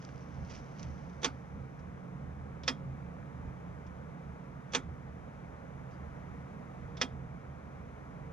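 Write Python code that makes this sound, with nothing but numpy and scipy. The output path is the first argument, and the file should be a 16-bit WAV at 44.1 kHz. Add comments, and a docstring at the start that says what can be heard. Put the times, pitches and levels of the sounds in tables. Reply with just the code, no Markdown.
"""A projector headlight on a parked car clacks its beam up and down twice, outdoors at night.
A solenoid pulls a shutter against its stop and a spring throws it back; the plunger scrapes on the way,
each blow rings the plastic housing, and the hollow behind the lamp answers with a short boom.
Underneath, machinery hums steadily over far traffic. Something rustles softly near the microphone
at first; a few tiny ticks and one faint squeak follow."""
import sys
import numpy as np
from scipy import signal
from scipy.fft import rfft, irfft
from scipy.io import wavfile
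from scipy.ndimage import uniform_filter1d

SR = 44100
rng = np.random.default_rng(int(sys.argv[2]) if len(sys.argv) > 2 else 0)


def waveform_to_disk(signal):
    """Save audio, clipped to [-1, 1], as 16-bit WAV at the path in sys.argv[1]."""
    frames = np.transpose(np.atleast_2d(signal))
    scaled = np.clip(frames, -1, 1) * 32767
    samples = np.round(scaled).astype(np.int16)
    wavfile.write(sys.argv[1], SR, samples)


N = 367088

# tone of the night air on the right: (frequency [Hz], relative level [dB])
AIR_SPECTRUM = [(20, -21.5), (40, -7.5), (55, -3.5), (140, 1.5), (220, 0), (340, -11.5), (480, -6.5),
                (950, -14), (1350, -17.5), (1750, -23.5), (2300, -27), (2750, -36), (4400, -43),
                (6300, -39), (8000, -51), (12200, -52), (12900, -85)]
# stereo image of the air: (frequency [Hz], left minus right [dB], coherence [0-1], left lead [rad])
AIR_STEREO = [(50, -6, 0.5, -0.5), (137.6, -1.5, 0.8, 0.5), (260, -5, 0.76, 0.5), (550, -9, .95, 1.92),
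              (675, -3, 1, 1.64), (1150, 1.5, 0.8, 1.7), (2290, 3.5, 1, 1.61), (3770, -0.5, 0.62, 0.5),
              (4773, -4.5, 0.2, 2), (6250, -5, 0, 2), (8200, 0, 0.4, 1.5)]
# slow swell of the far traffic: (time [s], gain [dB])
TRAFFIC_SWELL = [(0, -0.5), (0.7, 0.9), (1.6, -1), (3.5, 0.34), (5.1, -0.5), (6.1, 1), (6.95, 1),
                 (7.25, -0.7), (8.0, 0.15)]
# machine tones: (frequency [Hz], relative level [dB])
HUM_TONES = [(52, -61), (75, -53.5), (131, -51), (146, -55.5), (175, -52.5), (262.5, -67.5), (300, -67.5),
             (450, -69.5), (470, -68.5), (539.5, -69)]
# slow swell of the machinery: (time [s], gain [dB])
MACHINE_SWELL = [(0, 0), (1.2, -1.3), (2.95, 1), (4.1, -1), (5.0, -1), (5.6, -2.5), (6.1, 0.5), (6.95, 0),
                 (7.5, -0.5), (8.32, -1)]
# brief surges in the low end: (time [s], rumble boost [dB], drone boost [dB])
LOW_SURGES = [(.42, 9, 2.5), (.9, 12.5, 3), (1.58, 6, 4), (2.22, 0.5, 3), (2.86, 3.5, 4), (3.47, 9.5, 3.5),
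              (4.88, 10.5, 1), (6.85, 6, 3.5)]
# soft rubs close by: (crest time [s], level [dB])
SOFT_RUBS = [(.02, -65), (.505, -52), (0.552, -53), (.795, -59), (.835, -62)]
# dry ticks close by: (time [s], level [dB], t60 [s], brightness [dB/octave])
DRY_TICKS = [(0.0497, -45, 0.014, 8), (.089, -52.5, 0.034, -4), (.159, -58, .015, 0), (0.179, -56, .016, 0),
             (.448, -57, 0.063, 2), (.795, -50, 0.025, 0), (.8302, -40, .012, 5), (1.096, -60, .04, 0),
             (1.792, -63, .08, 0), (3.866, -61.5, .062, 3), (5.911, -67, .2, 0)]
# tone of the whole rustle: (frequency [Hz], relative gain [dB])
RUSTLE_EQ = [(500, -20), (1500, -2), (2600, -1.5), (4100, -7.5), (5200, -0.5), (6100, 2.5), (7100, -15),
             (8500, -28.5), (12000, -47)]
# close sounds at the two microphone ports: (frequency [Hz], left minus right [dB], left lead [rad])
NEAR_STEREO = [(250, -7, 0), (520, -8, .3), (900, -2, 1.5), (1550, -1, 1.5), (2100, -1, 1), (3500, -2, .7),
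               (4500, -6, .2), (5400, -16, .4), (6200, -11, 1.6), (7200, -4, 1.4), (10000, -2, 1.3)]
# modes of the housing: (frequency [Hz], t60 [s], level pulled in [dB], level released [dB])
HOUSING_MODES = [(468, .08, -24, 3), (506, .1, -5, -16), (880, .09, -12, -3), (1090, .06, -14, -3),
                 (1290, .09, -3, -13), (1715, .08, -8, -7), (1850, .06, -6, -13), (1940, .06, -2, -14),
                 (2060, .06, -4, -14), (2462, .08, -4, -10), (2595, .06, -7, -17), (2790, .07, -6, -9),
                 (3264, .13, -7.5, -32), (3350, .02, 1, -3), (3510, .05, -11, -2), (3770, .06, -14, -8),
                 (4150, .06, -13, -10), (4440, .07, -9, -14), (4725, .06, -4, -10), (5070, .07, -5, -14),
                 (5230, .05, -1, -10), (5328, .06, 4, -14), (5590, .05, -6, -5), (6020, .05, -3, 1),
                 (6230, .06, -9, -5), (6420, .07, -16, -8), (6690, .08, -22, -11), (7880, .07, -25, -20),
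                 (9700, .04, -36, -25)]
# dense clatter between the modes: (frequency [Hz], gain pulled in [dB], gain released [dB])
CLATTER_EQ = [(100, -16.5, 2), (286, 0.5, 12), (653, -0.5, 2), (1130, 2.5, 6.5), (1930, 0.5, 2),
              (2970, -0.5, 3), (3500, 7.5, 6.5), (4297, -2, -3.5), (5620, 7, 2), (6630, -7.5, -3.5),
              (6720, -5.5, -7), (7840, -19.5, -18.5), (9900, -30, -32), (12850, -43, -45)]
# decay of the clatter: (frequency [Hz], t60 [s])
CLATTER_DECAY = [(200, 0.2), (1000, 0.15), (3000, 0.063), (6000, 0.071), (12000, 0.14)]
# shutter strokes: (stop time [s], level [dB], coil on [0 or 1], brightness [dB/octave], boom [dB])
SHUTTER_STROKES = [(1.2443, -0.2, 0, 0, -0.5), (2.6781, 0.5, 1, 0.4, 1.5), (4.7479, 0.7, 0, 0.25, 0),
                   (7.0136, 0.2, 1, 0, 1)]
# a pull breaks free, stops, bounces: (time from stop [s], level [dB], brightness [dB/octave], ring [dB])
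PULL_BLOWS = [(-.0442, -22, -1.5, -10), (0, -0.5, -0.3, 3.5), (.015, -17.5, -4, -6)]
# a release knocks twice, then stops: (time from stop [s], level [dB], brightness [dB/octave], ring [dB])
RELEASE_BLOWS = [(-.0265, -33, 6.5, 4), (-.0135, -12.5, 0, 3), (0, 0, 1, 3)]


def amp(db):
    return 10 ** (np.asarray(db) / 20)


def unit(x):
    """Scales to rms 1."""
    return x / np.sqrt(np.mean(x ** 2) + 1e-20)


def decay(t, t60):
    """An envelope that falls 60 dB in t60 seconds."""
    return np.exp(-np.log(1000) * t / t60)


def read(table, hz):
    """Every column of a spectrum table, joined on a log-frequency axis."""
    table_hz, *columns = np.transpose(table)
    return [np.interp(np.log(hz + 1), np.log(table_hz + 1), column) for column in columns]


def curve(table):
    """A control curve at every sample."""
    return np.interp(np.arange(N) / SR, *np.transpose(table))


def drift(rate_hz):
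    """Slow random wander of rms 1."""
    hz = np.fft.rfftfreq(N, 1 / SR)
    return unit(irfft(rfft(rng.standard_normal(N)) / (1 + (hz / rate_hz) ** 4), N))


def add(mix, start_s, sound):
    part = mix[round(start_s * SR):][:len(sound)]
    part += sound[:len(part)]


def colour(x, db):
    """Minimum-phase EQ, one gain per frequency of x: nothing rings before the hit."""
    log_gain = np.log(amp(np.concatenate([db, db[-2:0:-1]])))
    response = np.exp(np.conj(signal.hilbert(log_gain)))[:len(db)]
    return irfft(rfft(x) * response, len(x))


def low_swells(lump_db=2.5, lump_hz=7, throb_db=0.96, throb_hz=5, surge_s=0.06):
    """Gains of the rumble and the drone: both follow the machinery, surge and throb at random."""
    t, machine_db = np.arange(N) / SR, curve(MACHINE_SWELL)
    rumble_db = machine_db + lump_db * drift(lump_hz)
    drone_db = machine_db + throb_db * drift(throb_hz)
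    for crest_s, rumble_boost_db, drone_boost_db in LOW_SURGES:
        surge = np.exp(-((t - crest_s) / surge_s) ** 2)
        rumble_db += rumble_boost_db * surge
        drone_db += drone_boost_db * surge
    return amp(rumble_db), amp(drone_db)


def night_air(rumble_gain, drone_gain, air_db=-46.5, rumble_hz=110, drone_hz=240):
    """The noise bed: deep rumble, machine drone and a wash of far traffic, each with its own swell."""
    hz = np.fft.rfftfreq(N, 1 / SR)
    left_db, coherence, lead = read(AIR_STEREO, hz)
    right, diffuse = rfft(rng.standard_normal((2, N)))
    left = amp(left_db) * (coherence * np.exp(1j * lead) * right + np.sqrt(1 - coherence ** 2) * diffuse)
    bed = np.array([left, right]) * unit(amp(read(AIR_SPECTRUM, hz)[0]))
    deep, low = (1 / (1 + (hz / edge) ** 6) for edge in (rumble_hz, drone_hz))  # crossover low-passes
    rumble = irfft(bed * deep, N) * rumble_gain
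    drone = irfft(bed * (low - deep), N) * drone_gain
    traffic = irfft(bed * (1 - low), N) * amp(curve(TRAFFIC_SWELL))
    return amp(air_db) * (rumble + drone + traffic)


def machine_hum(rumble_gain, drone_gain, waver_hz=0.893, flutter_db=3, left_db=-4, hum_db=-1):
    """Steady machine tones, each wavering a little; the deepest ones swell with the rumble."""
    out = np.zeros(N)
    for hz, db in HUM_TONES:
        turns = np.cumsum(hz + waver_hz * drift(rate_hz=2)) / SR + rng.random()
        swell = rumble_gain if hz < 110 else drone_gain
        gain = amp(hum_db + db + flutter_db * drift(rate_hz=6)) * swell
        out += np.sqrt(2) * gain * np.sin(2 * np.pi * turns)
    return np.array([amp(left_db) * out, out])


def squeak(start_s=5.905, length_s=0.075, hz=4860, squeak_db=-72, jitter_hz=80):
    """One faint, thin, unsteady squeak."""
    envelope = np.zeros(N)
    add(envelope, start_s, amp(squeak_db) * np.hanning(round(length_s * SR)))
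    pitch_hz = hz + jitter_hz * drift(rate_hz=250)
    return envelope * np.sin(2 * np.pi * np.cumsum(pitch_hz) / SR)


def rustle(hiss_db=-69, hold_s=0.97, fade_db_per_s=16.5, rise_s=0.01, fall_s=0.022, grain_db=2):
    """A soft hiss that holds and dies away, a few grainy rubs and dry ticks."""
    t, size = np.arange(N) / SR, 8192
    envelope = amp(hiss_db - fade_db_per_s * np.maximum(t - hold_s, 0))
    for crest_s, db in SOFT_RUBS:
        envelope += amp(db) * np.exp(-np.maximum((crest_s - t) / rise_s, (t - crest_s) / fall_s))
    out = envelope * amp(grain_db * drift(rate_hz=200)) * rng.standard_normal(N)
    octaves = np.log2(np.clip(np.fft.rfftfreq(size, 1 / SR), 1000, 8000) / 4000)
    for start_s, db, t60, tilt in DRY_TICKS:
        tick = rng.standard_normal(size) * decay(t[:size], t60)
        add(out, start_s, colour(tick, db + tilt * octaves))
    eq_db = read(RUSTLE_EQ, np.fft.rfftfreq(N, 1 / SR))[0]
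    return irfft(rfft(out) * unit(amp(eq_db)), N)


def plunger_scrape(size=2048, pull_db=-45, return_db=-35, pull_rise_s=0.008, return_rise_s=0.0086):
    """The plunger scrapes along its bore, louder as it gathers speed; the spring return is rougher."""
    t, out = np.arange(size) / SR, np.zeros(N)
    pulled_db, released_db = read(CLATTER_EQ, np.fft.rfftfreq(size, 1 / SR))
    for stop_s, db, coil_on, *_ in SHUTTER_STROKES:
        eq_db = pulled_db + pull_db if coil_on else released_db + return_db
        rise = np.exp((t - t[-1]) / (pull_rise_s if coil_on else return_rise_s))
        scrape = colour(rng.standard_normal(size), eq_db)
        add(out, stop_s - t[-1], amp(db) * scrape * rise)
    return out


def hollow_boom(size=8192, boom_db=-34.5, pulled_hz=256, released_hz=262, crest_s=0.025, steepness=4.2):
    """The hollow behind the lamp takes up the blow slowly and answers with a short low note."""
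    t, out = np.arange(size) / SR, np.zeros(N)
    swell = (t / crest_s * np.exp(1 - t / crest_s)) ** steepness
    for stop_s, db, coil_on, _, hollow_db in SHUTTER_STROKES:
        note = np.sin(2 * np.pi * (pulled_hz if coil_on else released_hz) * t)
        add(out, stop_s, amp(boom_db + db + hollow_db) * swell * note)
    return out


def plastic_clatter(noise, coil_on, hold_s=0.00085, crack_db=-2, echo_db=-27):
    """Countless plastic modes: a first crack, a fast-dying body and a faint echo round the engine bay."""
    hz, t, bands = signal.stft(noise, SR, nperseg=128)
    after_hold = np.maximum(t - hold_s, 0)
    crack = amp(crack_db) * decay(after_hold, t60=0.01)
    body = decay(after_hold, read(CLATTER_DECAY, hz)[0][:, None])
    echo = amp(echo_db) * decay(t, t60=0.22)
    envelope = np.sqrt(crack ** 2 + body ** 2 + echo ** 2)
    burst = signal.istft(bands * envelope, SR, nperseg=128)[1][:len(noise)]
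    # a hard blow feeds all bands alike, so the housing alone sets the broad colour
    power = uniform_filter1d(abs(rfft(burst)) ** 2, size=90)
    uneven_db = 10 * np.log10(power / power.mean() + 1e-9)
    pulled_db, released_db = read(CLATTER_EQ, np.fft.rfftfreq(len(noise), 1 / SR))
    return colour(burst, (pulled_db if coil_on else released_db) - uneven_db)


def shutter_clacks(size=16384, clatter_db=-22, ring_db=-30, alike=0.7, attack_s=0.001, bloom_s=0.00036):
    """Each blow of the shutter, three to a stroke, rings the same housing a little differently."""
    t, out = np.arange(size) / SR, np.zeros(N)
    mode_hz, t60, pulled_db, released_db = np.transpose(HOUSING_MODES)[:, :, None]
    tones = np.sin(2 * np.pi * (mode_hz * t + rng.random(mode_hz.shape)))
    modes = tones * decay(t, t60) * (1 - np.exp(-t / bloom_s))
    attack = 1 - np.exp(-t / attack_s)
    octaves = np.log2(np.clip(np.fft.rfftfreq(size, 1 / SR), 200, 9000) / 3000)
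    shared_noise = rng.standard_normal(size)
    for stop_s, stroke_db, coil_on, stroke_tilt, _ in SHUTTER_STROKES:
        ring = (amp(pulled_db if coil_on else released_db) * modes).sum(0)
        for lag_s, blow_db, blow_tilt, modes_db in PULL_BLOWS if coil_on else RELEASE_BLOWS:
            noise = alike * shared_noise + np.sqrt(1 - alike ** 2) * rng.standard_normal(size)
            blow = amp(clatter_db) * plastic_clatter(noise, coil_on) + amp(ring_db + modes_db) * ring
            clack = colour(blow * attack, (stroke_tilt + blow_tilt) * octaves)
            add(out, stop_s + lag_s, amp(stroke_db + blow_db) * clack)
    return out


def place_near(x, size=256, scatter_db=-14, scatter_hz=3000):
    """A near source meets each port with its own colour and phase; close surfaces scatter the treble."""
    hz = np.fft.rfftfreq(N, 1 / SR)
    left_db, lead = read(NEAR_STEREO, hz)
    echoes = rng.standard_normal(size) * np.linspace(1, 0, size)
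    treble = hz ** 2 / (hz ** 2 + scatter_hz ** 2)
    scatter = amp(scatter_db) * rfft(echoes / np.linalg.norm(echoes), N) * treble
    left = irfft(rfft(x) * amp(left_db) * (np.exp(1j * lead) + scatter), N)
    return np.array([left, x])


def scene():
    """The lamp and the small noises up front, over the hum and the night air."""
    near = shutter_clacks() + hollow_boom() + plunger_scrape() + rustle() + squeak()
    rumble_gain, drone_gain = low_swells()
    return place_near(near) + machine_hum(rumble_gain, drone_gain) + night_air(rumble_gain, drone_gain)


def record(dry):
    """A steep high cut takes off the very top."""
    high_cut = signal.firwin(511, cutoff=14500, window=("kaiser", 9), fs=SR)
    return signal.oaconvolve(dry, high_cut[None], "same")


dry = scene()
out = record(dry)
waveform_to_disk(out)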